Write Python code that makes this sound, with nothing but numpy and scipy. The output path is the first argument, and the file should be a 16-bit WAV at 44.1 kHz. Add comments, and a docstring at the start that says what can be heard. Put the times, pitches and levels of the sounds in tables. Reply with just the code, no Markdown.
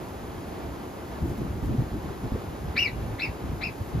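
"""A mountain meadow, where an unseen animal, perhaps a marmot, gives three short arched whistles.
Each is a harmonic tone with breath noise, shaped by fixed throat resonances and scattered by the slopes.
Puffs of wind buffet the microphone with rumble, flapping and dull knocks.
A steady distant rush, a fine hiss and a few faint rustles lie underneath."""
import sys
import numpy as np
from scipy import signal
from scipy.fft import rfft, irfft, next_fast_len
from scipy.io import wavfile
from scipy.ndimage import map_coordinates

SR = 44100
rng = np.random.default_rng(int(sys.argv[2]) if len(sys.argv) > 2 else 0)


def output_pcm(signal):
    """Save a mono or channel-first signal as 16-bit PCM at the path in sys.argv[1].

    Samples are clipped to [-1, 1] before scaling.
    """
    pcm = np.clip(np.atleast_2d(signal).T, -1, 1) * 32767
    wavfile.write(sys.argv[1], SR, np.round(pcm).astype(np.int16))


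N = 176400
T = np.arange(N) / SR

# Phase lead of the left microphone port over the right: frequency_hz, lead_rad
PORT_LEAD = [(300, 0.02), (600, -0.64), (1500, -1.47), (2700, 1), (5100, 0.94), (5800, -2.5), (6800, -0.1),
             (8000, -3.5), (10000, -4), (13200, -6)]


def amp(db):
    """Amplitude ratio: a factor of ten for every 20 dB."""
    return 10 ** (np.asarray(db) / 20)


def unit(x):
    """Normalisation to an rms of 1."""
    return x / np.sqrt(np.mean(x ** 2) + 1e-20)


def along(points, hz):
    """Interpolation of (frequency_hz, value) points on a logarithmic frequency axis."""
    f, v = np.transpose(points)
    return np.interp(np.log(hz + 1), np.log(f + 1), v)


def wobble(rate):
    """Random modulation: a smooth curve through `rate` Gaussian values a second."""
    return map_coordinates(rng.standard_normal(int(N * rate / SR) + 4), [T * rate])


def filtered(x, response):
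    """Linear filtering: the spectrum is multiplied by a complex frequency response."""
    size = next_fast_len(N + SR // 2)
    return irfft(rfft(x, size) * response(np.fft.rfftfreq(size, 1 / SR)), size)[..., :N]


def at_ports(x, share=1):
    """Phase difference: a share of the port lead, split evenly between left and right."""
    return filtered(x, lambda hz: np.exp(.5j * share * np.outer([1, -1], along(PORT_LEAD, hz))))


def noise(spectrum):
    """Partial coherence: independent mid and side noises mix into a stereo pair of rms 1."""
    # Likeness of the two ports: frequency_hz, coherence
    coherence = [(60, 0.91), (330, 0.8), (550, 0.48), (1400, 0.53), (2600, 0.63), (4600, 0.84),
                 (7000, 0.21), (8200, 1), (12500, 1), (14000, 1)]

    def mid_side_gains(hz):
        angle = np.arccos(np.clip(along(coherence, hz), -1, 1)) / 2
        return amp(along(spectrum, hz)) * [np.cos(angle), np.sin(angle)]

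    mid, side = filtered(rng.standard_normal((2, N)), mid_side_gains)
    return unit(at_ports(np.array([mid + side, mid - side])))


def meadow():
    """Broadband background noise: a far rush of air or water and a fine hiss, both nearly steady."""
    # Spectra of the rush and the hiss: frequency_hz, level_db
    rush_spectrum = [(20, -51), (60, -8.5), (150, -3), (350, -0.5), (520, -7), (800, -7), (1400, -15.5),
                     (2000, -21), (3000, -25.5), (5000, -31), (8000, -49), (16000, -72)]
    hiss_spectrum = [(1000, -32), (4000, -8), (6500, 0), (8200, -4.5), (9500, .5), (12300, -1.5),
                     (13800, -8), (15600, -17)]
    rush = amp(-38 + .26 * wobble(3.43) + .67 * wobble(14)) * noise(rush_spectrum)
    hiss = amp(-56.5 + .18 * wobble(6.14)) * noise(hiss_spectrum)
    return rush + hiss


def rustles():
    """Amplitude-modulated noise: brief, grainy brushing, as of grass or clothing."""
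    # Brushing contacts: centre_s, half_width_s, level_db
    brushes = [(.09, .061, -59.5), (1.295, .04, -55.5), (1.385, .013, -53), (1.658, .033, -56.5),
               (3.85, .13, -61)]
    # Spectrum of the brushing: frequency_hz, level_db
    spectrum = [(800, -20), (2500, -6), (5000, -3), (8000, 0), (12500, 0), (15500, -12)]
    envelope = sum(amp(db) * np.exp(-((T - s) / width_s) ** 2) for s, width_s, db in brushes)
    return envelope * unit(amp(3 * wobble(300)) * noise(spectrum))


def wind():
    """Turbulent pressure on the microphone: puffs rumble and flap above a light breeze."""
    # Puffs of wind: start_s, length_s, rumble_db, flap_db
    puffs = [(1.214, .036, -23.5, -39.5), (1.255, .03, -30, -36), (1.296, 0.032, -30, -33.5),
             (1.375, 0.077, -33, -33.5), (1.472, 0.12, -34, -41), (1.626, .125, -25, -35),
             (1.786, .034, -23.5, -35), (1.918, .068, -32, -39), (2.033, 0.078, -32.5, -44.5),
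             (2.227, .041, -28, -40), (2.319, .035, -29, -43), (2.365, .04, -35, -47),
             (2.473, 0.026, -36, -47), (2.606, .1, -33.5, -54), (2.928, 0.214, -32.5, -53),
             (3.27, .05, -34, -53), (3.419, .12, -31, -44), (3.59, 0.13, -38.5, -54),
             (3.802, 0.021, -30.5, -45), (3.928, .08, -28, -38.5)]
    # Spectra of the low rumble and the higher flapping: frequency_hz, level_db
    rumble_spectrum = [(15, -60), (25, -32), (40, -6), (65, 1), (120, -3), (200, -11), (400, -31),
                       (1000, -55), (3000, -100)]
    flap_spectrum = [(40, -37), (130, -1.5), (260, 1), (420, -7.5), (620, -20), (1400, -34.5),
                     (4000, -41.5), (9000, -72)]
    attack_s, release_s, breeze_db = .0059, .014, -42.5
    rumble_gain, flap_gain = amp(breeze_db + 1.5 * wobble(7.04)), np.zeros(N)
    for start_s, length_s, rumble_db, flap_db in puffs:
        attack = np.clip((T - start_s) / attack_s + .5, 0, 1)
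        envelope = attack * np.exp(-np.maximum(T - start_s - length_s, 0) / release_s)
        rumble_gain = np.maximum(rumble_gain, amp(rumble_db) * envelope)
        flap_gain = np.maximum(flap_gain, amp(flap_db) * envelope)
    rumble = rumble_gain * amp(.93 * wobble(35)) * noise(rumble_spectrum)
    flap = flap_gain * amp(3.5 * wobble(60)) * noise(flap_spectrum)
    return rumble + flap


def knocks():
    """Pressure pulses: each slap of wind is a Gaussian burst of a few low cycles, alike at both ports."""
    # Slaps on the microphone: centre_s, pitch_hz, envelope_peak_db
    slaps = [(1.22, 170, -24), (1.235, 80, -20), (1.258, 330, -23.5), (1.387, 220, -27), (1.643, 270, -25),
             (1.698, 290, -23), (1.75, 240, -20.5), (1.793, 125, -18.5), (1.824, 280, -24.5),
             (1.967, 330, -28), (2.253, 130, -22), (2.325, 250, -24.5), (2.361, 450, -26)]
    half_width_cycles = 1.5
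    out = np.zeros(N)
    for centre_s, pitch_hz, peak_db in slaps:
        cycles = (T - centre_s) * pitch_hz
        out += amp(peak_db) * np.exp(-(cycles / half_width_cycles) ** 2) * np.sin(2 * np.pi * cycles)
    return out


def scatter(x, t60_s, delay_s, coherence):
    """Diffuse reflection from the slopes: convolution with decaying noise, partly shared by the ports."""
    t = T[:SR // 2]
    shared, *own = rng.standard_normal((3, len(t)))
    reflections = np.sqrt(coherence) * shared + np.sqrt(1 - coherence) * np.array(own)
    tail = reflections * amp(-60 * t / t60_s) * (t > delay_s)
    return signal.fftconvolve(x[None], tail / np.linalg.norm(tail[0]), axes=1)[:, :N]


def harmonics(top_hz, sag, before_top, age_s, call_db, bite_db):
    """Harmonic source: random modulation spreads each partial into a band, hoarser as the pitch sags."""
    # Partials ahead of the throat filter: harmonic_number, level_db
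    partials = [(1, -1.5), (2, -18.5), (3, -36), (4, -33.5), (5, -39)]
    jitter, rasp_db, hoarse_db_per_sag = .0057, -15.5, 21
    thin_db, bloom_s, falter_db, loud_call_db = -8, .013, 2.5, -15.5
    pitch_hz = top_hz * (1 - sag) * (1 + jitter * wobble(500))
    phase = 2 * np.pi * np.cumsum(pitch_hz) / SR
    roughness = amp(rasp_db + hoarse_db_per_sag * sag)
    voice = np.zeros(N)
    for k, level_db in partials:
        if k > 1:
            brightness_db = .55 * (call_db - loud_call_db) * (k > 2)  # softer calls are duller
            level_db = level_db + bite_db * before_top + falter_db * wobble(130) + brightness_db
        else:  # the fundamental swells late
            level_db = level_db + thin_db * np.exp(-(age_s / bloom_s) ** 2)
        band = (1 + roughness * (wobble(700) + 1j * wobble(700))) / np.sqrt(1 + 2 * roughness ** 2)
        voice += amp(level_db) * np.real(band * np.exp(1j * k * phase))
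    return np.sqrt(2) * voice


def whistle(top_s, top_hz, rise_s, fall_s, level_db, fade_db, husk_db, bite_db):
    """Source and filter: an arch of pitch through a fixed throat, with husk, a scratch and a squeak."""
    # Throat resonances: frequency_hz, gain_db
    throat = [(1200, -16), (1650, -11), (1950, -8), (2320, 3), (2600, .5), (2900, -.5), (3150, -8),
              (3750, 2), (4750, 3.5), (5350, 2), (5950, -4), (6900, 2), (7700, -1), (9700, -27), (11400, 8),
              (15000, -2)]
    # Spectra of the throat's hoarse band and of the scratchy onset: frequency_hz, level_db
    husk_spectrum = [(900, -28), (1700, -16), (2300, 2), (2700, -5), (3050, -27), (3700, -16.5),
                     (5200, -19), (6000, -40)]
    scratch_spectrum = [(700, -23), (1250, -5), (1800, 0), (2400, -0.5), (3000, -13), (4000, -4.5),
                        (5500, -26), (6500, -40)]
    edge_s, flutter_db = .02, 3
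    scratch_db, scratch_at_s, scratch_width_s = -13, .005, .007
    squeak_db, squeak_hz, glide_hz_per_s, squeak_width_s = -37, 2230, 44000, .0085

    age_s = T - top_s + rise_s
    before_top, after_top = np.clip((top_s - T) / rise_s, 0, 1), np.clip((T - top_s) / fall_s, 0, 1)
    rise_sag, fall_sag = .41 * before_top ** 1.8, .37 * after_top ** 1.4  # shares of the top pitch lost
    opening, closing = np.clip(np.array([age_s, top_s + fall_s - T]) / edge_s + .5, 0, 1) ** 2
    effort = opening * closing * amp(-15 * rise_sag - 27 * fall_sag)  # level drops with pitch
    voice = harmonics(top_hz, rise_sag + fall_sag, before_top, age_s, level_db, bite_db)
    tone = filtered(voice * effort, lambda hz: amp(along(throat, hz)))

    widths_from_top = np.maximum((top_s - T) / (.8 * rise_s), (T - top_s) / (1.05 * fall_s))
    husk = amp(husk_db) * opening * np.exp(-widths_from_top ** 2) * noise(husk_spectrum)[0]
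    scratch_envelope = np.exp(-((age_s - scratch_at_s) / scratch_width_s) ** 2)
    scratch = amp(scratch_db) * scratch_envelope * noise(scratch_spectrum)[0]
    squeak_phase = 2 * np.pi * age_s * (squeak_hz + glide_hz_per_s * age_s / 2)
    squeak = amp(squeak_db) * np.exp(-(age_s / squeak_width_s) ** 2) * np.sin(squeak_phase)
    gain = amp(level_db - fade_db * (after_top - before_top) / 2 + flutter_db * wobble(220))
    return (tone + husk + scratch) * gain + squeak


def animal():
    """Multipath propagation: each whistle arrives directly, off the near slopes and faintly from afar."""
    # Calls (husk is relative to the call; bite lifts the overtones at its start):
    # top_s, top_hz, rise_s, fall_s, level_db, fade_db, husk_db, bite_db, left_over_right_db
    calls = [(2.806, 2890, .044, .083, -20.7, 3.5, -17, 2, 3.5),
             (3.236, 2690, .044, .043, -28.3, 11.5, -9.5, 7, 2.5),
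             (3.655, 2735, .039, .045, -30.7, 12, -13.5, 5, 6)]
    out = np.zeros((2, N))
    for *call, pan_db in calls:
        source = whistle(*call)
        near = amp(-1) * scatter(source, t60_s=.13, delay_s=.002, coherence=.35)
        far = amp(-25) * scatter(source, t60_s=1, delay_s=.018, coherence=.33)
        direct = at_ports(source, share=.7)
        out += amp(-3.5) * (direct + near + far) * amp([[pan_db / 2], [-pan_db / 2]])
    return out


def scene():
    """Superposition: the whistles add to the wind and the background."""
    return animal() + wind() + knocks() + meadow() + rustles()


def record(dry):
    """Band limiting: an ideal low-pass filter removes the highest treble."""
    cutoff_hz = 15700
    return filtered(dry, lambda hz: hz < cutoff_hz)


dry = scene()
out = record(dry)
output_pcm(out)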